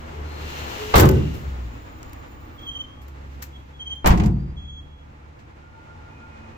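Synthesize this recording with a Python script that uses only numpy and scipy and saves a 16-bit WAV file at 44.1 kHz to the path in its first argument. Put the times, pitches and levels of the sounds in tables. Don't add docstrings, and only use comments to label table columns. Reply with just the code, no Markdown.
import sys
import numpy as np
from scipy import signal
from scipy.fft import rfft, irfft, next_fast_len
from scipy.io import wavfile

SR = 44100
rng = np.random.default_rng(int(sys.argv[2]) if len(sys.argv) > 2 else 0)


def unload_audio(sound):
    columns = np.transpose(np.atleast_2d(sound))
    steps = np.round(np.clip(columns, -1, 1) * 32767)
    wavfile.write(sys.argv[1], SR, steps.astype(np.int16))


N = 289737
TIME = np.arange(N) / SR


def amp(db):
    return 10 ** (np.asarray(db) / 20)


def evened(x):
    return x / np.sqrt(np.mean(x ** 2) + 1e-20)


def at_pitch(points, hz):
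    pitches, values = np.transpose(points)
    return np.interp(np.log(hz + 1), np.log(pitches + 1), values)


def over_time(points):
    return np.interp(TIME, *np.transpose(points))


def add(mix, start, sound):
    part = mix[:, round(start * SR):][:, :sound.shape[-1]]
    part += sound[..., :part.shape[1]]


def pan(db):
    return amp(np.vstack([db / 2, -db / 2]))


def wander(size, hz):
    knots = rng.standard_normal(2048)
    return np.interp(np.arange(size) * 2 * hz / SR, np.arange(len(knots)), knots)


def fade(t, t60):
    return np.exp(-np.log(1000) * t / t60)


def gate(t, length, attack, release):
    return np.sin(np.pi / 2 * np.clip(np.minimum(t / attack, (length - t) / release), 0, 1)) ** 2


def soften(x, top_hz):
    return signal.lfilter(*signal.butter(2, min(top_hz / SR * 2, .95)), x)


def peaked(x, peaks):
    hz = np.fft.rfftfreq(N, 1 / SR)
    lift_db = sum(db / (1 + (2 * (hz - centre) / width) ** 2) for centre, width, db in peaks)
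    return irfft(rfft(x) * amp(lift_db), N)


def noise(colour, size):
    # pitch in Hz, how alike the sides are (1 the same, 0 unrelated, -1 opposite).
    likeness = [(60, 0.74), (130, 0.94), (290, 0.72), (600, -0.48), (1400, -0.51), (3000, 0.049),
                (15000, 0)]
    length = next_fast_len(size)
    hz = np.fft.rfftfreq(length, 1 / SR)
    left, unrelated = rfft(rng.standard_normal((2, length)))
    same = np.clip(at_pitch(likeness, hz), -1, 1)
    right = same * left + np.sqrt(1 - same ** 2) * unrelated
    spectrum = np.array([left, right]) * amp(at_pitch(colour, hz))
    return evened(irfft(spectrum, length)[:, :size])


def ring(colour, t60s, rise, size=SR):
    t = np.arange(size) / SR
    octave = np.log2(np.clip(np.fft.rfftfreq(size, 1 / SR), 32, 16384))
    spectrum, out = rfft(noise(colour, size)), 0
    for k in range(5, 15):
        band = irfft(spectrum * np.maximum(1 - abs(octave - k), 0), size)
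        out = out + band * fade(t, at_pitch(t60s, 2. ** k))
    return out * (1 - np.exp(-t / rise))


def wall_echo(x):
    # pitch in Hz, ring time of the echo in seconds.
    echo_times = [(100, 1.0), (400, 0.97), (1500, 0.23), (3300, 0.25), (8000, .45), (16000, 0.16)]
    tail = ring([(20, 0.0024), (16000, 0.0017)], echo_times, rise=0.0083)
    return signal.fftconvolve(x, tail / np.linalg.norm(tail[0]), axes=1)[:, :N]


def traffic():
    # pitch in Hz, relative level in dB.
    rumble = [(15, -2), (35, 10.5), (70, 15), (110, 11.5), (170, -3), (280, 3.5), (400, -13), (800, -45)]
    roar = [(150, -7.5), (450, 0), (650, -0.5), (950, 0), (1400, -5), (2200, -8), (3200, -16.5),
            (4500, -23), (7000, -26.5), (9000, -37.5), (16000, -71)]
    spray = [(600, -29), (1700, -2.5), (2200, -2.5), (2800, -0.5), (3600, -4), (4800, -9), (7200, -10.5),
             (9000, -25.5), (11000, -23.5), (14000, -21), (16000, -32)]
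    # time when nearest, approach time and base leaving time in seconds,
    # then rumble, roar and spray in dB.
    passes = [(0, .3, 0.36, -41.5, -44.5, -55), (.55, 0.17, 0.23, -45, -39, -39.5),
              (.88, 0.28, 0.21, -41, -35, -38), (1.6, .3, 0.91, -40, -46, -62),
              (3.35, .3, 0.28, -52, -53, -61), (6.4, .7, .7, -49, -48, -74)]
    # pitch in Hz, width in Hz, lift in dB.
    hollows = [(147, 18, 2.5), (240, 9.9, 6), (335, 19, 7), (501, 21, 4.5), (852, 22, 6.5), (1217, 70, 2),
               (1397, 28, 6.5), (2770, 240, 1), (4100, 340, 1.5)]
    # time in seconds, left minus right in dB.
    sides = [(0, 1.5), (0.7, 3), (2.2, -0.7), (6.57, -1.3)]
    road = 0
    for k, (colour, far_db, falloff, linger) in enumerate(
            [(rumble, -55, 0.89, 0.87), (roar, -57, 1.116, 1.067), (spray, -94, 2.66, 1.67)]):
        power = amp(far_db) ** 2
        for nearest, approach, leaving, *db in passes:
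            span = np.where(TIME < nearest, approach, leaving * linger)
            distance = np.hypot(1, (TIME - nearest) / span)
            power = power + (amp(db[k]) / distance ** falloff) ** 2
        road = road + np.sqrt(power) * amp(1.3 * wander(N, 12)) * noise(colour, N)
    return amp(-1.28) * pan(over_time(sides)) * peaked(road, hollows)


def whines():
    # start and length in seconds, pitch in Hz, slide in Hz per second, level in dB,
    # width in Hz.
    bands = [(0, 0.82, 402, 24, -49, 120), (0.28, 1.18, 2800, 0.5, -49, 410),
             (0.2, 0.66, 4200, 0, -53, 350), (0.76, 0.33, 424, 44, -35.5, 13.9),
             (1.25, 1.75, 15650, -330, -72, 200), (1.25, 1.36, 7160, -190, -68, 95),
             (1.54, 1.53, 314.5, -20, -54.5, 40), (1.8, 1.43, 1190, -30, -56.5, 200),
             (4.28, .28, 4540, 1302, -67, 160), (6, 1.2, 222, 2.5, -56.5, 9.87),
             (5.5, 1.06, 1412, -9.5, -54.5, 24), (5.5, 1.66, 895, -9, -57.5, 35),
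             (6, .7, 2450, 83, -61, 90), (5.6, 1.3, 86, 12, -51.5, 8.3)]
    out = np.zeros((2, N))
    for start, length, hz, glide, db, width in bands:
        t = np.arange(0, length, 1 / SR)
        fuzz = wander(len(t), width / 2) + 1j * wander(len(t), width / 2)
        lag = np.array([[1.78], [0]]) * min(hz / 800, 1)
        angle = 2 * np.pi * np.cumsum(hz + glide * t) / SR
        tone = evened((fuzz * np.exp(1j * (angle + lag))).real)
        add(out, start, amp(db) * gate(t, length, attack=0.21 * length, release=0.21 * length) * tone)
    return out


def engine():
    # time in seconds, firing rate in Hz.
    idle_rates = [(0, 73.96), (.8, 72.97), (2.1, 67.36), (3.5, 68.58), (5.1, 74.36), (6.57, 75)]
    # time of the peak and half length in seconds, level in dB, slide in Hz per second.
    swells = [(.02, 0.087, -39.5, 0), (0.252, 0.1, -31, 0), (.45, 0.054, -32, 0), (0.6, 0.073, -35.5, -0.5),
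              (1.574, .13, -26, -45), (3.304, 0.31, -42, 0), (3.93, 0.11, -45, 0), (4.62, 0.28, -43, 0)]
    # multiple of the firing rate, relative level in dB.
    harmonics = [(1, 2), (2, -4.5), (3, -12.5), (4, -18)]
    hz, idle = over_time(idle_rates), amp(-49)
    level = idle
    for peak, half, db, glide in swells:
        offset = (TIME - peak) / half
        level = level + amp(db) * np.exp(-offset ** 2)
        settle = np.exp(-np.maximum(offset - 1, 0) ** 2)
        hz = hz + glide * half * np.maximum(offset + 1, 0) * settle
    angle = 2 * np.pi * np.cumsum(hz * (1 + .012 * wander(N, 6.1))) / SR
    firing, *overtones = [amp(db + 1.3 * wander(N, 4.8)) * np.sin(k * angle) for k, db in harmonics]
    return level * firing + np.sqrt(idle * level) * sum(overtones)


def whistle(hz, harmonics_db, jitter, flutter_db, rate_hz):
    angle = 2 * np.pi * np.cumsum(hz * (1 + jitter * wander(len(hz), rate_hz))) / SR
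    lag = np.array([[2.2], [0]])
    tone = sum(amp(db) * np.sin(k * angle + lag) for k, db in enumerate(harmonics_db, 1))
    return evened(tone) * amp(flutter_db * wander(len(hz), rate_hz))


def brake():
    # start and length in seconds, pitch at full grip in Hz, level in dB.
    squeals = [(2.57, 0.12, 3295, -49), (2.66, 0.055, 3177, -30.5), (2.695, .065, 3200, -36),
               (2.742, 0.047, 3110, -27.5), (2.78, 0.052, 3134, -30.5), (2.816, .22, 3230, -58.5),
               (3.52, 0.065, 3310, -49), (3.72, .1, 3350, -59), (3.787, 0.059, 3170, -35.5),
               (3.845, .11, 3162, -34.5), (3.95, .06, 3187, -45), (4.558, 0.12, 3318, -47),
               (4.66, 0.16, 3312, -46), (4.81, 0.24, 3312, -63.5)]
    out = np.zeros((2, N))
    for start, length, hz, db in squeals:
        t = np.arange(0, length, 1 / SR)
        grip = gate(t, length, attack=0.026, release=0.025)
        pitch = hz * (1 + 0.015 * (1 - grip))
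        tone = whistle(pitch, [6.5, -19.5, -34.5, -49], jitter=0.0027, flutter_db=2.7, rate_hz=44.6)
        add(out, start, amp(db) * grip * tone)
    return out


def snap(t60):
    # pitch in Hz, relative level in dB.
    crack_colour = [(400, -12), (1000, 2.5), (2000, 11), (3500, 1.5), (5000, 3.5), (7300, 5.5), (9500, -8),
                    (11500, -2), (13500, 5), (16000, -6.5)]
    steel_tones = [(1950, -2.5), (2480, -8.5), (6000, 0), (6600, -4), (7280, 3), (13850, -12.5)]
    t = np.arange(SR // 4) / SR
    crack = evened(noise(crack_colour, len(t)) * amp(3 * wander(len(t), 500))) * fade(t, t60)
    tones = sum(amp(db) * np.sin(2 * np.pi * (hz * t + rng.random((2, 1)))) for hz, db in steel_tones)
    ringing = amp(-19) * tones * fade(t, 1.2 * t60)
    return (crack + ringing) * (1 - np.exp(-t / 0.00049))


def ticks_and_scuffs():
    # start in seconds, level in dB, ring time in seconds, treble limit in Hz.
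    touches = [(1.337, -49.5, 0.41, 15000), (2.029, -34, 0.014, 8950), (2.095, -47, 0.017, 12000),
               (2.1318, -32, 0.013, 15000), (2.592, -52, .08, 7000), (3.0163, -55, 0.12, 14000),
               (3.0795, -54, 0.092, 15000), (3.418, -46, 0.12, 6000), (3.4218, -32.5, 0.1, 15500),
               (3.956, -62.5, 0.069, 14000), (5.291, -64, .06, 5000), (5.39, -52.5, 0.17, 5000),
               (5.57, -63, 0.046, 5000)]
    out = np.zeros((2, N))
    for start, db, t60, top_hz in touches:
        add(out, start, amp(db) * pan(4.1) * soften(snap(t60), top_hz))
    return out


def air_thumps():
    # start in seconds, level in dB, pitch in Hz, ring time in seconds.
    thumps = [(0.956, -5.5, 57.6, 0.15), (4.055, -11.5, 74, 0.22), (4.1028, -2, 58.4, 0.12)]
    out, t = np.zeros((2, N)), np.arange(SR // 2) / SR
    for start, db, hz, t60 in thumps:
        add(out, start, -amp(db) * np.sin(2 * np.pi * hz * t) * fade(t, t60))
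    return out


def van_body(tones, t60, damping, rise):
    t, out = np.arange(SR) / SR, 0
    for k, (hz, db) in enumerate(tones):
        lag = (-1) ** k * np.array([[1], [-1]]) * np.pi / 4 * min(hz / 540, 1) ** 2
        out = out + amp(db) * np.sin(2 * np.pi * hz * t + lag) * fade(t, t60 * (100 / hz) ** damping)
    return out * (1 - np.exp(-t / rise))


def door(blows, box, skin, body, box_t60, skin_t60, box_db):
    out = np.zeros((2, N))
    box_times = [(60, box_t60), (200, 0.83), (450, .5)]
    skin_times = [(400, skin_t60), (1500, 0.24), (7000, 0.15)]
    for start, boom_db, skin_db, latch_db, latch_t60, top_hz, side_db in blows:
        boom = amp(box_db) * ring(box, box_times, rise=0.0034) + body
        add(out, start, amp(boom_db) * boom)
        clatter = amp(skin_db) * ring(skin, skin_times, rise=0.00074, size=SR // 2)
        add(clatter, 0, amp(latch_db) * pan(side_db) * snap(latch_t60))
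        add(out, start, soften(clatter, top_hz))
    return out


def slams():
    # start in seconds, levels of box, skin and latch in dB, latch ring time in seconds,
    # treble limit in Hz, latch left minus right in dB.
    left_blows = [(0.9388, -22, -8.5, -21, 0.3, 3570, -2.5), (0.9557, -19, -11, -23, 0.28, 14000, 2),
                  (0.9790, -15.5, -14.5, -25.5, 0.16, 13000, 2.5),
                  (0.9962, -26, -16.5, -13, 0.069, 16000, 1.5),
                  (1.0170, -12, -47, -35.5, 0.093, 12000, -6.5), (1.0255, -32, -38.5, -27.5, .04, 12000, 2),
                  (1.0315, -23.5, -14, -44.5, .07, 2480, -3), (1.0545, -21.5, -33.5, -25, 0.034, 15100, 3),
                  (1.0889, -20, -43, -22, 0.03, 16000, 4), (1.1120, -25.5, -54, -34, 0.033, 14000, 2),
                  (1.1480, -28.5, -43, -58, 0.048, 1500, 0)]
    right_blows = [(4.0438, -48, -16, -34, 0.045, 2330, 1), (4.0592, -17, -10, -23.5, 0.1, 8950, -2),
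                   (4.0715, -20.5, -21, -21.5, 0.076, 17100, -1),
                   (4.1050, -22, -16, -26.5, 0.057, 5000, -12), (4.1200, -15, -45, -51, .1, 14000, 4),
                   (4.1745, -15.5, -40, -33, 0.099, 6500, -5),
                   (4.1979, -21, -28.5, -24.5, 0.057, 4000, -3.5), (4.2189, -21, -36, -32, 0.062, 2990, -1),
                   (4.2355, -21.5, -29, -37, .08, 6500, -8),
                   (4.2593, -24.5, -36.5, -35.5, 0.056, 9400, -6.5), (4.2730, -26, -52, -64, .05, 1000, 0)]
    # pitch in Hz, relative level in dB.
    left_tones = [(59.9, -8), (73.3, -0.5), (92.2, 1), (113.0, -15), (132.2, -4.5), (152.4, -4.5),
                  (166.2, -8.5), (205.2, -15), (230.8, -17.5), (249.3, -16), (327.0, 1.5), (375.1, 0.5),
                  (417.5, -20), (514.8, -3), (579.7, -6.5), (816.2, -21), (849.2, -9.5), (1063.2, -13),
                  (1139.2, -24.5), (1499.6, -7), (1986.4, -12)]
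    right_tones = [(32.0, -16), (59.2, -6.5), (95.2, -8), (111.4, -11), (136.6, -4.5), (175.6, -4),
                   (193.5, -2), (206.9, -3.5), (235.5, -15), (313.6, -12), (349.2, -16), (380.2, -31),
                   (518.8, -20), (717.7, -11), (818.9, -14), (926.3, -32), (1032.9, -34), (1070.6, -31),
                   (1395.6, -28)]
    # pitch in Hz, relative level in dB.
    left_box = [(20, -22.5), (45, -18.5), (65, 2), (100, 6), (170, 1), (270, -0.5), (370, 2), (470, -1.5),
                (900, -58)]
    right_box = [(20, -9), (35, 2), (60, -3), (115, 4.5), (190, 0.5), (260, -12), (340, -7), (470, -22.5),
                 (900, -74)]
    left_skin = [(100, -7.5), (350, -4), (600, 0.5), (1100, 2.5), (1600, -5.5), (2500, -12), (4000, -12),
                 (7000, -20.5), (10000, -20.5)]
    right_skin = [(100, 5), (450, -6), (720, -1), (950, 2.5), (1200, -4.5), (1600, -8), (2500, -12.5),
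                  (4500, -20), (6800, -22), (10000, -26)]
    left_body = van_body(left_tones, t60=0.79, damping=0.67, rise=.006)
    right_body = van_body(right_tones, t60=0.75, damping=0.87, rise=0.0088)
    left = door(left_blows, left_box, left_skin, left_body, box_t60=1.0, skin_t60=0.22, box_db=-0.5)
    right = door(right_blows, right_box, right_skin, right_body, box_t60=0.34, skin_t60=0.34, box_db=-1)
    return left + right


def scene():
    close_by = slams() + air_thumps() + ticks_and_scuffs()
    squeal = pan(-1.9) * brake()
    echoes = amp(-19.5) * wall_echo(close_by) + amp(-8.5) * wall_echo(squeal)
    return close_by + squeal + echoes + engine() + traffic() + whines()


def record(dry):
    # pitch in Hz, width in Hz, lift in dB.
    ports = [(14700, 3100, 11), (13600, 1750, 6.5)]
    clipped = np.clip([peaked(side, [port]) for side, port in zip(dry, ports)], -1, 1)
    low_pass = signal.firwin(511, cutoff=16250, window=("kaiser", 9), fs=SR)
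    return signal.oaconvolve(clipped, low_pass[None], "same")


dry = scene()
out = record(dry)
unload_audio(out)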